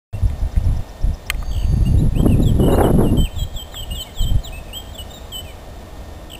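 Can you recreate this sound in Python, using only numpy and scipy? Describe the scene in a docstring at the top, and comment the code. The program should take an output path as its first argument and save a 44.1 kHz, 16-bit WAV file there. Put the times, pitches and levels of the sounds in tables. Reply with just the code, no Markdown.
"""A small songbird warbles in the trees, each quick note a pure tone swept in frequency.
Other birds add ticks, buzzy trills and a thin whistle; branches and trunks scatter the song.
Turbulent gusts buffet the microphone and a few dry clicks ring close by, over a distant rush
and a late, low hum. The camera whines faintly and holds coarse samples, whose spectral
images mirror every chirp into the treble."""
import sys
import numpy as np
from scipy import signal
from scipy.fft import rfft, irfft, next_fast_len
from scipy.io import wavfile
from scipy.ndimage import uniform_filter1d, map_coordinates

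SR = 44100
rng = np.random.default_rng(int(sys.argv[2]) if len(sys.argv) > 2 else 0)


def file_out(sig):
    """Save sig as 16-bit WAV at sys.argv[1]."""
    # one column per channel
    cols = np.atleast_2d(sig).T
    # limit, then scale
    lim = np.clip(cols, -1, 1)
    pcm = np.round(lim * 32767).astype(np.int16)
    wavfile.write(sys.argv[1], SR, pcm)


N = 281799
HOLD_SAMPLES = 4
NYQUIST_HZ = SR / HOLD_SAMPLES / 2  # half the camera's sampling rate
SLUR_START_HZ, WHISTLE_HZ = 4360, 4585
PUFF_EDDY_HZ = 86  # spectral corner of the large eddies in a puff
EDDY_BANK_HZ = np.geomspace(30, 960, num=11)  # corners that the long gust blends between

# Levels are relative: each source's function may add a gain of its own.
# spectrum of the distant rush: frequency_hz, density_db
RUSH_SPECTRUM = [(100, 8), (200, 6), (300, 3.5), (400, 2.5), (670, 7), (970, -1.5), (1400, -8),
                 (1900, -10.5), (3500, -11), (5200, -13)]
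# slow drift of the rush: time_s, level_db
RUSH_LEVEL = [(.2, -43), (3.5, -44.5), (4.9, -42.5), (6.39, -44)]
# far hum: start_s, pitch_hz, final_level_db
FAR_HUM = (5.2, 308, -47.5)
# camera tones: pitch_hz, level_db
WHINE_TONES = [(1824, -58.5), (3606, -61), (3644, -67)]
# dry clicks: start_s, attack_level_db, cutoff_hz
DRY_CLICKS = [(0.2994, -39.5, 4500), (0.562, -38.5, 2440), (.572, -41, 4000), (1.3006, -10, 4730),
              (1.346, -36.5, 5000), (1.426, -32.5, 1330), (3.7437, -31, 1870)]
# modes that a click excites: frequency_hz, level_db, t60_s
CLICK_MODES = [(1222, -5, 0.028), (1500, -11.5, 0.034), (1890, 0, 0.012), (2093, 2.5, 0.018),
               (2430, -1, 0.021), (3170, -2, 0.016), (4230, -7, 0.0099)]
# light air on the microphone: frequency_hz, density_db
BREEZE_SPECTRUM = [(15, -9), (45, 0.5), (85, -1.5), (130, -16.5), (250, -20.5), (600, -67)]
# puffs of wind: start_s, length_s, level_db
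WIND_PUFFS = [(0.139, 0.06, -22.5), (0.236, 0.028, -11), (0.284, 0.069, -20), (0.411, 0.054, -14),
              (.553, 0.05, -14.5), (0.635, .168, -16), (1.03, 0.11, -15), (3.349, 0.12, -22.5),
              (3.537, 0.043, -24), (3.806, 0.031, -23), (3.89, 0.091, -25.5), (4.198, .19, -16),
              (4.45, 0.19, -32.5)]
# wind speed of the long gust, relative to a puff: time_s, speed_ratio
GUST_SPEED = [(1.22, 0.22), (1.32, 0.87), (1.6, .92), (1.7, 1.16), (1.9, 1.42), (2.06, 2.34), (2.11, 0.29),
              (2.18, 3.48), (2.42, 2.76), (2.5, 1.93), (2.66, 4.13), (2.73, 7.65), (2.89, 7.8), (2.93, 3.8),
              (3.03, 4.8), (3.19, 3.13), (3.245, .9), (3.33, 0.4)]
# thin whistle: start_s, length_s, level_db, fade_db_per_s
THIN_WHISTLE = (1.44, .5, -45, 9)
# row of bird ticks: start_s, spacing_s, count, first_level_db, last_level_db
TICK_ROW = (.262, .1245, 9, -48, -38.5)
# falling pitch of a tick: start_hz, middle_hz, end_hz
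TICK_GLIDE = (6150, 5900, 5050)
# trills: start_s, rate_per_s, count, first_top_hz, last_top_hz, fall_hz, level_db, peak_fraction
BIRD_TRILLS = [(1.511, 60.5, 9, 3550, 3150, 700, -34.5, .4), (2.273, 53, 2, 3150, 3050, 380, -33, .5),
               (2.628, 32, 6, 3020, 2830, 70, -31, .2), (3.757, 115, 3, 3200, 3150, 450, -31, .5),
               (6.298, 61, 4, 3550, 3150, 700, -28, .8)]
# down-slurs, the song's refrain: start_s, length_s, landing_hz, level_db
SONG_SLURS = [(2.416, 0.0256, 3790, -34), (2.808, 0.061, 2967, -30.5), (2.995, 0.11, 2810, -36),
              (3.324, 0.12, 3215, -31.5), (3.521, 0.11, 3140, -29), (3.715, 0.1, 3140, -26),
              (3.926, .106, 3053, -26), (4.13, .12, 3100, -27), (4.922, 0.045, 3450, -37.5)]
# notes that slide onto a pitch and hold it: start_s, length_s, start_hz, held_hz, level_db
SONG_HELD_NOTES = [(0.133, 0.047, 2670, 2740, -48), (1.375, 0.05, 4670, 4310, -47),
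                   (1.851, 0.034, 2570, 2824, -34), (2.174, 0.046, 2740, 3166, -32),
                   (2.599, 0.074, 3080, 2885, -37), (2.716, 0.027, 4100, 3800, -36.5),
                   (3.169, 0.093, 3160, 3105, -26.5), (3.383, 0.063, 3900, 3924, -37),
                   (3.906, 0.062, 2755, 2870, -28.5), (4.257, 0.053, 3180, 3148, -28),
                   (4.523, 0.07, 2490, 2610, -34), (4.729, 0.1, 2713, 3183, -27.5),
                   (4.977, 0.049, 3390, 2924, -27.5), (5.096, .033, 3970, 3640, -37.5),
                   (5.318, .096, 3340, 3013, -25)]
# nearly straight sweeps: start_s, length_s, start_hz, end_hz, level_db
SONG_SWEEPS = [(1.976, 0.036, 3610, 4070, -41.5), (2.148, 0.033, 2390, 2850, -38.5),
               (2.309, 0.042, 2900, 2410, -33.5), (2.454, .056, 3610, 3060, -30),
               (2.74, .024, 3820, 4300, -37.5), (3.241, 0.041, 3080, 2420, -31.5),
               (3.823, 0.021, 3070, 2850, -31), (4.008, 0.036, 4550, 3530, -35.5),
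               (4.059, 0.046, 2300, 2070, -42.5), (4.211, 0.045, 4370, 3320, -32.5),
               (4.432, 0.063, 4370, 2850, -31.5), (4.68, 0.03, 2620, 2330, -41.5),
               (5.134, 0.056, 3890, 3600, -36), (5.443, 0.083, 2740, 2200, -42)]
# contour of each kind of note: glide_fraction, ease_exponent, peak_fraction, thinning_db_per_khz
SLUR_CONTOUR = (.8, 1.8, 0.77, 10)
HELD_CONTOUR = (0.49, 2.12, 0.46, 6.9)
SWEEP_CONTOUR = (0.93, 0.99, 0.45, 4.4)


def amp(db):
    """Amplitude ratio of a level in decibels."""
    return 10 ** (np.asarray(db) / 20)


def unit(x):
    """Normalisation to rms 1."""
    return x / np.sqrt(np.mean(x ** 2) + 1e-20)


def curve(points):
    """Linear interpolation of (time_s, value) points at every sample."""
    return np.interp(np.arange(N) / SR, *np.transpose(points))


def during(start, length, fade_s):
    """A raised-cosine gate, its flanks centred on the ends of a span."""
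    t = np.arange(N) / SR - start
    return np.sin(np.pi / 2 * np.clip(.5 + np.minimum(t, length - t) / fade_s, 0, 1)) ** 2


def wobble(rate):
    """Random modulation: a spline through rate knots a second."""
    knots = rng.standard_normal(int(N * rate / SR) + 4)
    return map_coordinates(knots, [np.arange(N) * rate / SR])


def filtered(x, response):
    """Linear filtering: the spectrum is multiplied by a frequency response."""
    size = next_fast_len(N + SR // 2)
    return irfft(rfft(x, size) * response(np.fft.rfftfreq(size, 1 / SR)), size)[:N]


def noise(spectrum):
    """Coloured noise of rms 1, band-limited to the camera's Nyquist frequency."""
    points_hz, db = np.transpose(spectrum)
    colour = lambda hz: amp(np.interp(np.log(hz + 1), np.log(points_hz), db)) * (hz < NYQUIST_HZ)
    return unit(filtered(rng.standard_normal(N), colour))


def add(track, start_s, sound):
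    """Superposition of a sound onto a track."""
    part = track[round(start_s * SR):][:len(sound)]
    part += sound[:len(part)]


def tone(hz):
    """A sinusoid whose phase is the integral of its frequency."""
    return np.sin(2 * np.pi * np.cumsum(hz) / SR)


def distant_rush(gain_db=4):
    """Broadband noise, strongest in the bass, under slow amplitude modulation."""
    return amp(curve(RUSH_LEVEL) + gain_db + 0.44 * wobble(4)) * noise(RUSH_SPECTRUM)


def far_hum(waver_hz=14):
    """A low tone with random frequency modulation grows linearly out of the rush."""
    start, hz, db = FAR_HUM
    swell = curve([(start, 0), (N / SR, 1)])
    return amp(db) * swell * unit(tone(hz + waver_hz * wobble(60)))


def camera_whine():
    """Faint sinusoids, each with slight frequency modulation."""
    return sum(amp(db) * unit(tone(hz + 2 * wobble(8))) for hz, db in WHINE_TONES)


def clicks(crack_t60=0.013, low_cut_hz=700):
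    """Impulse response: a short crack of noise and the free decay of damped modes."""
    out, t = np.zeros(N), np.arange(SR // 10) / SR
    highpass = signal.butter(2, low_cut_hz, "high", fs=SR, output="sos")
    for start, db, cutoff_hz in DRY_CLICKS:
        ring = np.zeros(len(t))
        for hz, mode_db, t60 in CLICK_MODES:
            decay = amp(mode_db + rng.normal(0, 1) - 60 * t / t60)
            ring += decay * np.sin(2 * np.pi * (hz * t + rng.random()))
        crack = amp(-60 * t / crack_t60) * rng.standard_normal(len(t))
        lowpass = signal.butter(6, min(cutoff_hz, NYQUIST_HZ), fs=SR, output="sos")
        snap = signal.sosfilt(highpass, signal.sosfilt(lowpass, ring + crack))
        add(out, start, amp(db) * snap / np.std(snap[t < .003]))  # level of the first 3 ms
    return out


def eddies(white, corner_hz, steepness=7, tilt=0.28, fine_db=-24, fine_ratio=2.8):
    """Turbulent cascade: large eddies below a corner break up into weaker, smaller ones."""
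    def band(hz, corner):
        return (hz > 15) * (hz + 1) ** -tilt / np.sqrt(1 + (hz / corner) ** steepness)
    cascade = lambda hz: band(hz, corner_hz) + amp(fine_db) * band(hz, fine_ratio * corner_hz)
    flow = unit(filtered(white, cascade))
    local_power = np.abs(uniform_filter1d(flow ** 2, size=2200))
    return flow / np.sqrt(local_power + 0.098)  # evens out the strength


def puffs(gain_db=1.0, fade_s=0.07):
    """Intermittent turbulence: short bursts of large, slow eddies."""
    strength = sum(amp(db + gain_db) * during(start, length, fade_s) for start, length, db in WIND_PUFFS)
    return strength * eddies(rng.standard_normal(N), PUFF_EDDY_HZ)


def long_gust(full_db=-12.5, knee_speed=1.12, growth=4, unsteadiness=0.15):
    """Eddy frequency scales with wind speed; amplitude follows a power law, then levels off."""
    speed = curve(GUST_SPEED)
    corner_hz = PUFF_EDDY_HZ * speed * np.exp(unsteadiness * wobble(70))
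    bank_index = np.interp(np.log(corner_hz), np.log(EDDY_BANK_HZ), np.arange(len(EDDY_BANK_HZ)))
    white = rng.standard_normal(N)
    flow = np.zeros(N)
    for k, hz in enumerate(EDDY_BANK_HZ):
        weight = np.maximum(1 - np.abs(bank_index - k), 0)
        flow += weight * eddies(white, hz)
    return amp(full_db) * flow / np.sqrt(1 + (knee_speed / speed) ** (2 * growth))


def wind(breeze_db=-36, flutter_db=3.5, overload=0.5, muffle_hz=2200):
    """Saturation: gusts ride on a light breeze, and the strongest eddies overload the microphone."""
    gusts = (puffs() + long_gust()) * amp(flutter_db * wobble(80))
    pressure = gusts + amp(breeze_db) * noise(BREEZE_SPECTRUM)
    saturated = pressure / (1 + np.abs(pressure / overload) ** 6) ** (1 / 6)
    return filtered(saturated, lambda hz: 1 / np.sqrt(1 + (hz / muffle_hz) ** 10))


def trees(x, near_db=-14, near_t60=0.28, far_db=-14, far_t60=0.65, echo_s=0.12, echo_db=-20):
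    """Scattering from near branches and far trunks, with one reflection from a line of trees."""
    t = np.arange(SR) / SR
    near = rng.standard_normal(SR) * amp(-60 * t / near_t60)
    far = rng.standard_normal(SR) * amp(-60 * t / far_t60) * (1 - np.exp(-t / 0.006))
    echoes = amp(near_db) * near / np.linalg.norm(near) + amp(far_db) * far / np.linalg.norm(far)
    echoes[round(echo_s * SR)] += amp(echo_db)
    return x + signal.fftconvolve(x, echoes)[:N]


def chirp(length, pitches, peak_at, waver, edge_s=0.0026):
    """A frequency glide through evenly spaced pitch points under a Gaussian envelope."""
    progress = np.linspace(0, 1, max(round(length * SR), 2))
    glide = np.interp(progress, np.linspace(0, 1, len(pitches)), pitches)
    jitter = map_coordinates(rng.standard_normal(64), [progress * length * 250], mode="mirror")
    from_edge_s = np.minimum(progress, 1 - progress) * length
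    gate = np.sin(np.pi / 2 * np.clip(from_edge_s / edge_s, 0, 1)) ** 2
    swell = np.exp(-3.2 * (progress - peak_at) ** 2)
    return gate * swell * tone(glide * (1 + waver * jitter))


def bird_whistle(flutter_db=2.5, waver_hz=14):
    """A thin, nearly pure tone swells, then flutters in slow exponential decay."""
    start, length, db, fade_db_per_s = THIN_WHISTLE
    level = db - fade_db_per_s * (np.arange(N) / SR - start) + flutter_db * wobble(20.9)
    return during(start, length, fade_s=0.15) * amp(level) * tone(WHISTLE_HZ + waver_hz * wobble(50))


def bird_ticks(gain_db=-2, length_s=0.021):
    """A periodic train of high, falling chirps, rising in level as it draws nearer."""
    out = np.zeros(N)
    start, spacing, count, first_db, last_db = TICK_ROW
    for k, db in enumerate(np.linspace(first_db, last_db, count)):
        tick = chirp(length_s, TICK_GLIDE, peak_at=0.65, waver=0.02)
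        add(out, start + k * spacing, amp(db + gain_db) * tick)
    return out


def bird_trills(duty=0.73, taper_db=12):
    """Rapid repetition fuses down-sweeps into a buzz that sinks in pitch as it swells and fades."""
    out = np.zeros(N)
    for start, rate, count, first_hz, last_hz, fall_hz, db, peak_at in BIRD_TRILLS:
        for k, progress in enumerate(np.linspace(0, 1, count)):
            top_hz = first_hz + progress * (last_hz - first_hz)
            note = chirp(duty / rate, [top_hz, top_hz - fall_hz], peak_at=0.5, waver=0.024)
            add(out, start + k / rate, amp(db - taper_db * (progress - peak_at) ** 2) * note)
    return out


def syllable(length, from_hz, to_hz, contour, waver=0.0061):
    """A power-law glide, attenuated where it lies above the pitch at its envelope peak."""
    glide_fraction, ease, peak_at, thinning_db_per_khz = contour
    pitch = lambda u: to_hz + (from_hz - to_hz) * np.maximum(1 - u / glide_fraction, 0) ** ease
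    hz = pitch(np.linspace(0, 1, round(length * SR)))
    above_khz = np.maximum(hz - pitch(peak_at), 0) / 1000
    return amp(-thinning_db_per_khz * above_khz) * chirp(length, hz, peak_at, waver)


def songbird(slur_db=1, held_db=0.5, flutter_db=2.2):
    """Frequency modulation of a pure tone forms slurs, held notes and sweeps; the level flutters."""
    out = np.zeros(N)
    for start, length, landing_hz, db in SONG_SLURS:
        add(out, start, amp(db + slur_db) * syllable(length, SLUR_START_HZ, landing_hz, SLUR_CONTOUR))
    for start, length, from_hz, to_hz, db in SONG_HELD_NOTES:
        add(out, start, amp(db + held_db) * syllable(length, from_hz, to_hz, HELD_CONTOUR))
    for start, length, from_hz, to_hz, db in SONG_SWEEPS:
        add(out, start, amp(db) * syllable(length, from_hz, to_hz, SWEEP_CONTOUR))
    return out * amp(flutter_db * wobble(90))


def scene():
    """Superposition at the microphone: birds among the trees, wind, clicks and the background."""
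    birds = trees(songbird() + bird_trills() + bird_whistle() + bird_ticks())
    return (birds + wind() + clicks() + distant_rush() + camera_whine() + far_hum())[None]


def record(dry, start_s=0.128, top_hz=15560):
    """Zero-order hold: the camera starts a moment late, and its held samples mirror the sound upward."""
    held = np.repeat(dry[0, ::HOLD_SAMPLES], HOLD_SAMPLES)[:N]
    running = np.arange(N) / SR >= start_s
    return filtered(held * running, lambda hz: hz < top_hz)[None]


dry = scene()
out = record(dry)
file_out(out)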